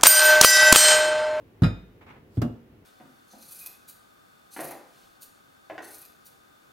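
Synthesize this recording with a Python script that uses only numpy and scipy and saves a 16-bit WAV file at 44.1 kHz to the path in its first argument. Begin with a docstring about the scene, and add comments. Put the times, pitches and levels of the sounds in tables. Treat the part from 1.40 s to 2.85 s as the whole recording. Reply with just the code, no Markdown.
"""Blender jar set down on a tiled counter

A glass blender jar with some shake left in it is set down in a small kitchen. One edge of its plastic collar
thuds and clacks while the glass clinks in the collar; the jar scuffs briefly over the tiles, then tips flat with
a soft bump and a hard clack; a faint bright hiss swells just before the hard clack and fades. Ringing modes make
the thuds and clinks; coloured noise makes the clacks, rattle, rubs, hiss, low room noise and reverberation."""
import sys
import numpy as np
from scipy import signal
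from scipy.fft import rfft, irfft
from scipy.io import wavfile
from scipy.ndimage import uniform_filter1d

SR = 44100
rng = np.random.default_rng(int(sys.argv[2]) if len(sys.argv) > 2 else 0)


def digitize_waveform(pressure):
    """Quantize a signal to 16-bit integers and store it at the path in sys.argv[1].

    Rows of a 2-D input are taken as channels; values are limited to [-1, 1].
    """
    field = np.atleast_2d(pressure).T
    bounded = np.clip(field, -1, 1)
    quanta = np.round(bounded * 32767).astype(np.int16)
    wavfile.write(sys.argv[1], SR, quanta)


N = 63945   # length in samples
LEFT_RIGHT = np.array([[1], [-1]])   # opposite signs for the two sides


def from_db(db):
    """Decibels to gain."""
    return 10 ** (np.asarray(db) / 20)


def rms_one(x):
    """Scale to unit rms."""
    return x / np.sqrt(np.mean(x ** 2) + 1e-20)


def at_hz(points, hz, axis=1):
    """Read a column of a table on a log-frequency axis."""
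    table = np.array(points, float)
    return np.interp(np.log(hz), np.log(table[:, 0]), table[:, axis])


def pan(db):
    """Gains that raise the left by so many dB and lower the right by as many."""
    return from_db(db * LEFT_RIGHT)


def since(s):
    """Seconds since a moment, negative before it."""
    return np.arange(N) / SR - s


def dying(s, t60):
    """Envelope that starts at once and falls by 60 dB in t60 seconds."""
    t = since(s)
    return (t >= 0) * np.exp(-np.log(1000) * np.maximum(t, 0) / t60)


def ring(s, hz, t60):
    """A struck mode: a sine under a dying envelope of height 1."""
    return dying(s, t60) * np.sin(2 * np.pi * hz * since(s))


def struck(hits, t60):
    """Envelope of something whose energy is topped up by each hit (s, dB)."""
    return np.sqrt(sum((from_db(db) * dying(s, t60)) ** 2 for s, db in hits))


# Likeness of left and right in every noise.
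# Each row: frequency in Hz, likeness from 0 (unrelated) to 1 (identical).
LIKENESS = [(60, .998), (130, 0.98), (250, 0.79), (450, 0.84), (800, 0.08), (3000, 0), (16000, 0.06)]


def noise(spectrum):
    """Stereo noise of a given colour, alike in the bass and diffuse in the treble; rms 1."""
    hz = np.maximum(np.fft.rfftfreq(N, 1 / SR), 1)
    mid, side = rfft(rng.standard_normal((2, N)))
    alike = np.clip(at_hz(LIKENESS, hz), 0, 1)
    both = np.sqrt(1 + alike) * mid + np.sqrt(1 - alike) * side * LEFT_RIGHT
    return rms_one(irfft(both * from_db(at_hz(spectrum, hz)), N))


# Colour of the low room noise. Each row: frequency in Hz, relative level in dB per Hz.
ROOM_COLOUR = [(25, 0.5), (50, -3.5), (100, -0.5), (180, -6), (280, -4.5), (420, -6), (650, -16),
               (1200, -22), (2700, -27), (4500, -36.5), (8500, -43.5), (12500, -38), (16000, -37.5)]
ROOM_DB = -53.5


def room_noise():
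    """Steady noise, strongest in the bass, that lies under everything."""
    return from_db(ROOM_DB) * noise(ROOM_COLOUR)


# Blows of the collar on the counter.
# Each row: start in seconds, thud level in dB, pitch of the contact in Hz, its t60 in seconds,
# clack level in dB, tick level in dB.
BLOWS = [(0.2204, -4, 128.3, 0.095, -29, -54), (0.238, -11, 167.7, 0.086, -31, -66),
         (0.2659, -16.5, 104, 0.14, -37, -75), (0.887, -46.5, 120, .1, -82, -95),
         (0.9715, -21.5, 299, 0.033, -44, -98), (0.9761, -13.5, 116.6, 0.21, -62, -92),
         (1.0174, -21.5, 320, 0.052, -29, -47.5), (1.0211, -17, 131, 0.15, -29.5, -58),
         (1.0338, -20, 238, 0.049, -60, -75), (1.0515, -18.5, 248, 0.093, -55, -71)]
# Modes of the counter with the jar on it, before the seated jar adds its damping.
# Each row: frequency in Hz, level in dB, t60 in seconds.
COUNTER_MODES = [(52.3, -16.5, 0.53), (82.4, -7, 0.12), (102, -10.5, 0.11), (128.5, -16, 0.21),
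                 (170, -12.5, 0.21), (197.6, -20.5, 0.51), (236.6, -12.5, 0.194), (269.6, -8.5, 0.1995),
                 (307.2, -15.5, 0.23), (366.5, -17, 0.12), (433, -28, 0.19), (497.5, -26, 0.35),
                 (613, -31.5, 0.19), (724, -20, 0.11)]
THUD_RISE_S, THUD_PAN_DB = 0.0051, -0.06   # the rise is 60 dB complete in this time
COUNTER_SPREAD_RAD = 0.15   # each side is shifted by this phase, in opposite directions
SEATED_S, SEATED_T60_S = .85, 0.6   # for later blows the jar's weight damps the counter with this extra decay


def thuds():
    """Each blow is a springy contact that stirs the counter's modes, most of all those near its own pitch."""
    modes = []
    for k, (hz, db, t60) in enumerate(COUNTER_MODES):
        sign = (-1) ** k   # neighbouring modes start in opposite directions
        shift_s = sign * LEFT_RIGHT * COUNTER_SPREAD_RAD / (2 * np.pi * hz)
        modes.append((hz, sign * from_db(db) * ring(shift_s, hz, t60)))
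    out = np.zeros((2, N))
    for s, db, contact_hz, contact_t60, _, _ in BLOWS:
        counter = sum(mode / np.hypot(1, hz / contact_hz - contact_hz / hz) for hz, mode in modes)
        if s > SEATED_S:
            counter = counter * dying(0, SEATED_T60_S)
        contact = ring(0, contact_hz, contact_t60)
        blow = (contact + counter) * (1 - dying(0, THUD_RISE_S))
        start = int(s * SR)
        out[:, start:] -= from_db(db) * blow[:, :N - start]
    return out * pan(THUD_PAN_DB)


# Dense, short ring of the collar and tiles. Each row: frequency in Hz, relative level in dB per Hz.
CLACK_COLOUR = [(150, -6.5), (330, 0), (500, 1.5), (750, -5.5), (1000, -8), (1400, -6), (2000, -19),
                (3000, -21.5), (6000, -31.5), (16000, -37.5)]
# Sharp edge of a hard contact. Each row: frequency in Hz, relative level in dB per Hz.
TICK_COLOUR = [(500, -27), (2000, -28), (4500, 7), (7500, -0.5), (10500, -7), (13000, 4), (16000, -17)]
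CLACK_T60_S, TICK_T60_S = 0.11, 0.047
CRACK_DB, CRACK_T60_S = 9.5, 0.031   # level above the tick; the first instant is stronger and dies faster


def clacks():
    """Hard plastic on tile: a crack, a bright tick and a short, dense ring."""
    clack_hits = [(s, clack_db) for s, _, _, _, clack_db, _ in BLOWS]
    tick_hits = [(s, tick_db) for s, _, _, _, _, tick_db in BLOWS]
    clack = struck(clack_hits, CLACK_T60_S)
    crack = from_db(CRACK_DB) * struck(tick_hits, CRACK_T60_S)
    tick = np.hypot(struck(tick_hits, TICK_T60_S), crack)
    return clack * noise(CLACK_COLOUR) + tick * noise(TICK_COLOUR)


# Knocks of the glass in its collar. Each row: start in seconds, level in dB.
CLINKS = [(0.2223, -49), (0.2349, -33.5), (0.2424, -37.5), (0.268, -65)]
# Clear modes of the glass. Each row: frequency in Hz, level in dB, t60 in seconds.
GLASS_MODES = [(1262, -2, 0.17), (1390, -5.5, 0.27), (1560, -32, .2), (2369, -14, 0.2), (2470, -9.5, 0.36),
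               (2855, -16, .17), (3670, -11.5, 0.43), (3954, -0.5, 0.11), (4850, -23, .19),
               (4992, -10.5, 0.26), (5244, -15, 0.18), (6770, -24.5, 0.29), (8985, -16.5, 0.07),
               (9880, -25, 0.12)]
# Faint, thin rings as the jar settles.
# Each row: start in seconds, frequency in Hz, level in dB, t60 in seconds.
PINGS = [(0.971, 3426, -61, 0.14), (1.022, 2846, -56.5, 0.3)]
GLASS_PAN_DB = 1
# The jar is not quite round: each mode has a weaker twin, higher by this share of its frequency.
TWIN_SPLIT, TWIN_DB = 0.00615, -8.5


def clinks():
    """Knocks ring the glass, each mode beating with its twin, differently per side; thin pings come later."""
    out = sum(from_db(db) * ring(s, hz, t60) for s, hz, db, t60 in PINGS)
    for hz, mode_db, t60 in GLASS_MODES:
        phase = 2 * np.pi * (hz * since(0) + rng.random())
        side_phase = rng.choice([-1, 1]) * np.pi / 6 * LEFT_RIGHT
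        mode = np.sin(phase + side_phase)
        twin = np.sin(phase * (1 + TWIN_SPLIT) + 2 * np.pi * rng.random((2, 1)))
        envelope = from_db(mode_db) * struck(CLINKS, t60)
        out = out + envelope * (mode + from_db(TWIN_DB) * twin)
    return out * pan(GLASS_PAN_DB)


# The crowd of glass modes that the shake damps. Each row: frequency in Hz, relative level in dB per Hz.
RATTLE_COLOUR = [(300, -10.5), (700, -4.5), (1000, -7.5), (1400, 0.5), (2000, -5), (3000, -13.5),
                 (4200, -18.5), (5200, -13), (6000, -51), (7000, -18), (8000, -32), (9300, -30),
                 (11000, -34), (12200, -33), (16000, -41)]
RATTLE_DB, RATTLE_T60_S = 3.5, 0.17   # level relative to the knocks


def rattle():
    """The knocks also stir the damped modes of the glass, too many to tell apart, as dying noise."""
    return from_db(RATTLE_DB) * struck(CLINKS, RATTLE_T60_S) * noise(RATTLE_COLOUR)


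# The kitchen's reverberation. Each row: frequency in Hz, relative level in dB, t60 in seconds.
KITCHEN = [(61, -13, 0.24), (198, -16, 0.57), (490, 0.5, 0.23), (1525, -12.5, 0.52), (3970, -11, 0.53),
           (8800, -19, 0.34), (16100, -5.5, 0.4)]
FIRST_ECHO_S = 0.0066


def kitchen(x):
    """Diffuse reverberation, dying at its own rate in each band of about an octave."""
    white = noise([(1, 0), (SR, 0)])
    response = 0
    edges = np.geomspace(35, 17000, 10)
    for low, high in zip(edges, edges[1:]):
        hz = np.sqrt(low * high)
        tail = dying(FIRST_ECHO_S, at_hz(KITCHEN, hz, axis=2))
        tail = tail / np.linalg.norm(tail)   # same energy whatever the decay
        band = signal.butter(2, [low, high], "band", fs=SR, output="sos")
        response = response + from_db(at_hz(KITCHEN, hz)) * signal.sosfiltfilt(band, white) * tail
    return signal.fftconvolve(x, response, axes=1)[:, :N]


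# Rubs of the collar over the tiles. Each row: start in seconds, length before release in seconds, level in dB.
SCUFFS = [(0.606, 0.012, -52), (0.662, 0.042, -51.5), (0.699, .012, -54.5), (0.734, 0.034, -62)]
# Colour of the rubs. Each row: frequency in Hz, relative level in dB per Hz.
SCUFF_COLOUR = [(300, 3), (600, -4.5), (850, 4), (1400, 0.5), (2300, -1), (3300, -11.5), (5000, -23.5),
                (9000, -34), (16000, -32)]
SCUFF_ATTACK_S, SCUFF_RELEASE_S = 0.0091, 0.027   # linear rise, time constant of the fall
SCUFF_ROUGH_DB = 1.5   # rms wobble of the level


def scuffs():
    """Short, grainy rubs: noise under a pressure that rises and dies away, its level roughened at random."""
    pressure = 0
    for s, length, db in SCUFFS:
        attack = np.clip(since(s) / SCUFF_ATTACK_S, 0, 1)
        release = np.exp(-np.maximum(since(s + length), 0) / SCUFF_RELEASE_S)
        pressure = pressure + from_db(db) * attack * release
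    grain = rms_one(uniform_filter1d(rng.standard_normal(N), size=130))   # smoothed over about 3 ms
    return pressure * from_db(SCUFF_ROUGH_DB * grain) * noise(SCUFF_COLOUR)


# Swell and fade of a faint bright hiss. Each row: time in seconds, level in dB.
HISS = [(0.90, -84), (0.945, -69), (0.975, -62), (1.005, -90)]
# Colour of the faint hiss. Each row: frequency in Hz, relative level in dB per Hz.
HISS_COLOUR = [(500, -2), (2500, -10), (4800, 5), (6300, -7), (8300, 0), (10500, -9), (13000, -3),
               (16000, -9)]


def hiss():
    """A faint bright hiss that swells just before the hard clack and fades: noise led through level points."""
    s, db = np.transpose(HISS)
    return np.interp(since(0), s, from_db(db), left=0, right=0) * noise(HISS_COLOUR)


BRIGHT_PAN_DB = -0.4   # for the clacks, rattle, scuffs and hiss
GLASS_WET_DB = -2   # how much of the clinks reaches the reverberation


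def scene():
    """The jar on the counter, the kitchen's answer and its steady noise."""
    bright = (clacks() + rattle() + scuffs() + hiss()) * pan(BRIGHT_PAN_DB)
    jar = thuds() + bright
    glass = clinks()
    reverberation = kitchen(jar + from_db(GLASS_WET_DB) * glass)
    return room_noise() + jar + glass + reverberation


BASS_CUT_HZ, TREBLE_CUT_HZ = 48, 15900


def record(dry):
    """The microphone drops the deepest bass; a steep low-pass cuts the top."""
    bass_cut = signal.butter(3, BASS_CUT_HZ, "high", fs=SR, output="sos")
    treble_cut = signal.ellip(10, .2, 80, TREBLE_CUT_HZ, fs=SR, output="sos")
    return signal.sosfilt(treble_cut, signal.sosfilt(bass_cut, dry))


dry = scene()
out = record(dry)
digitize_waveform(out)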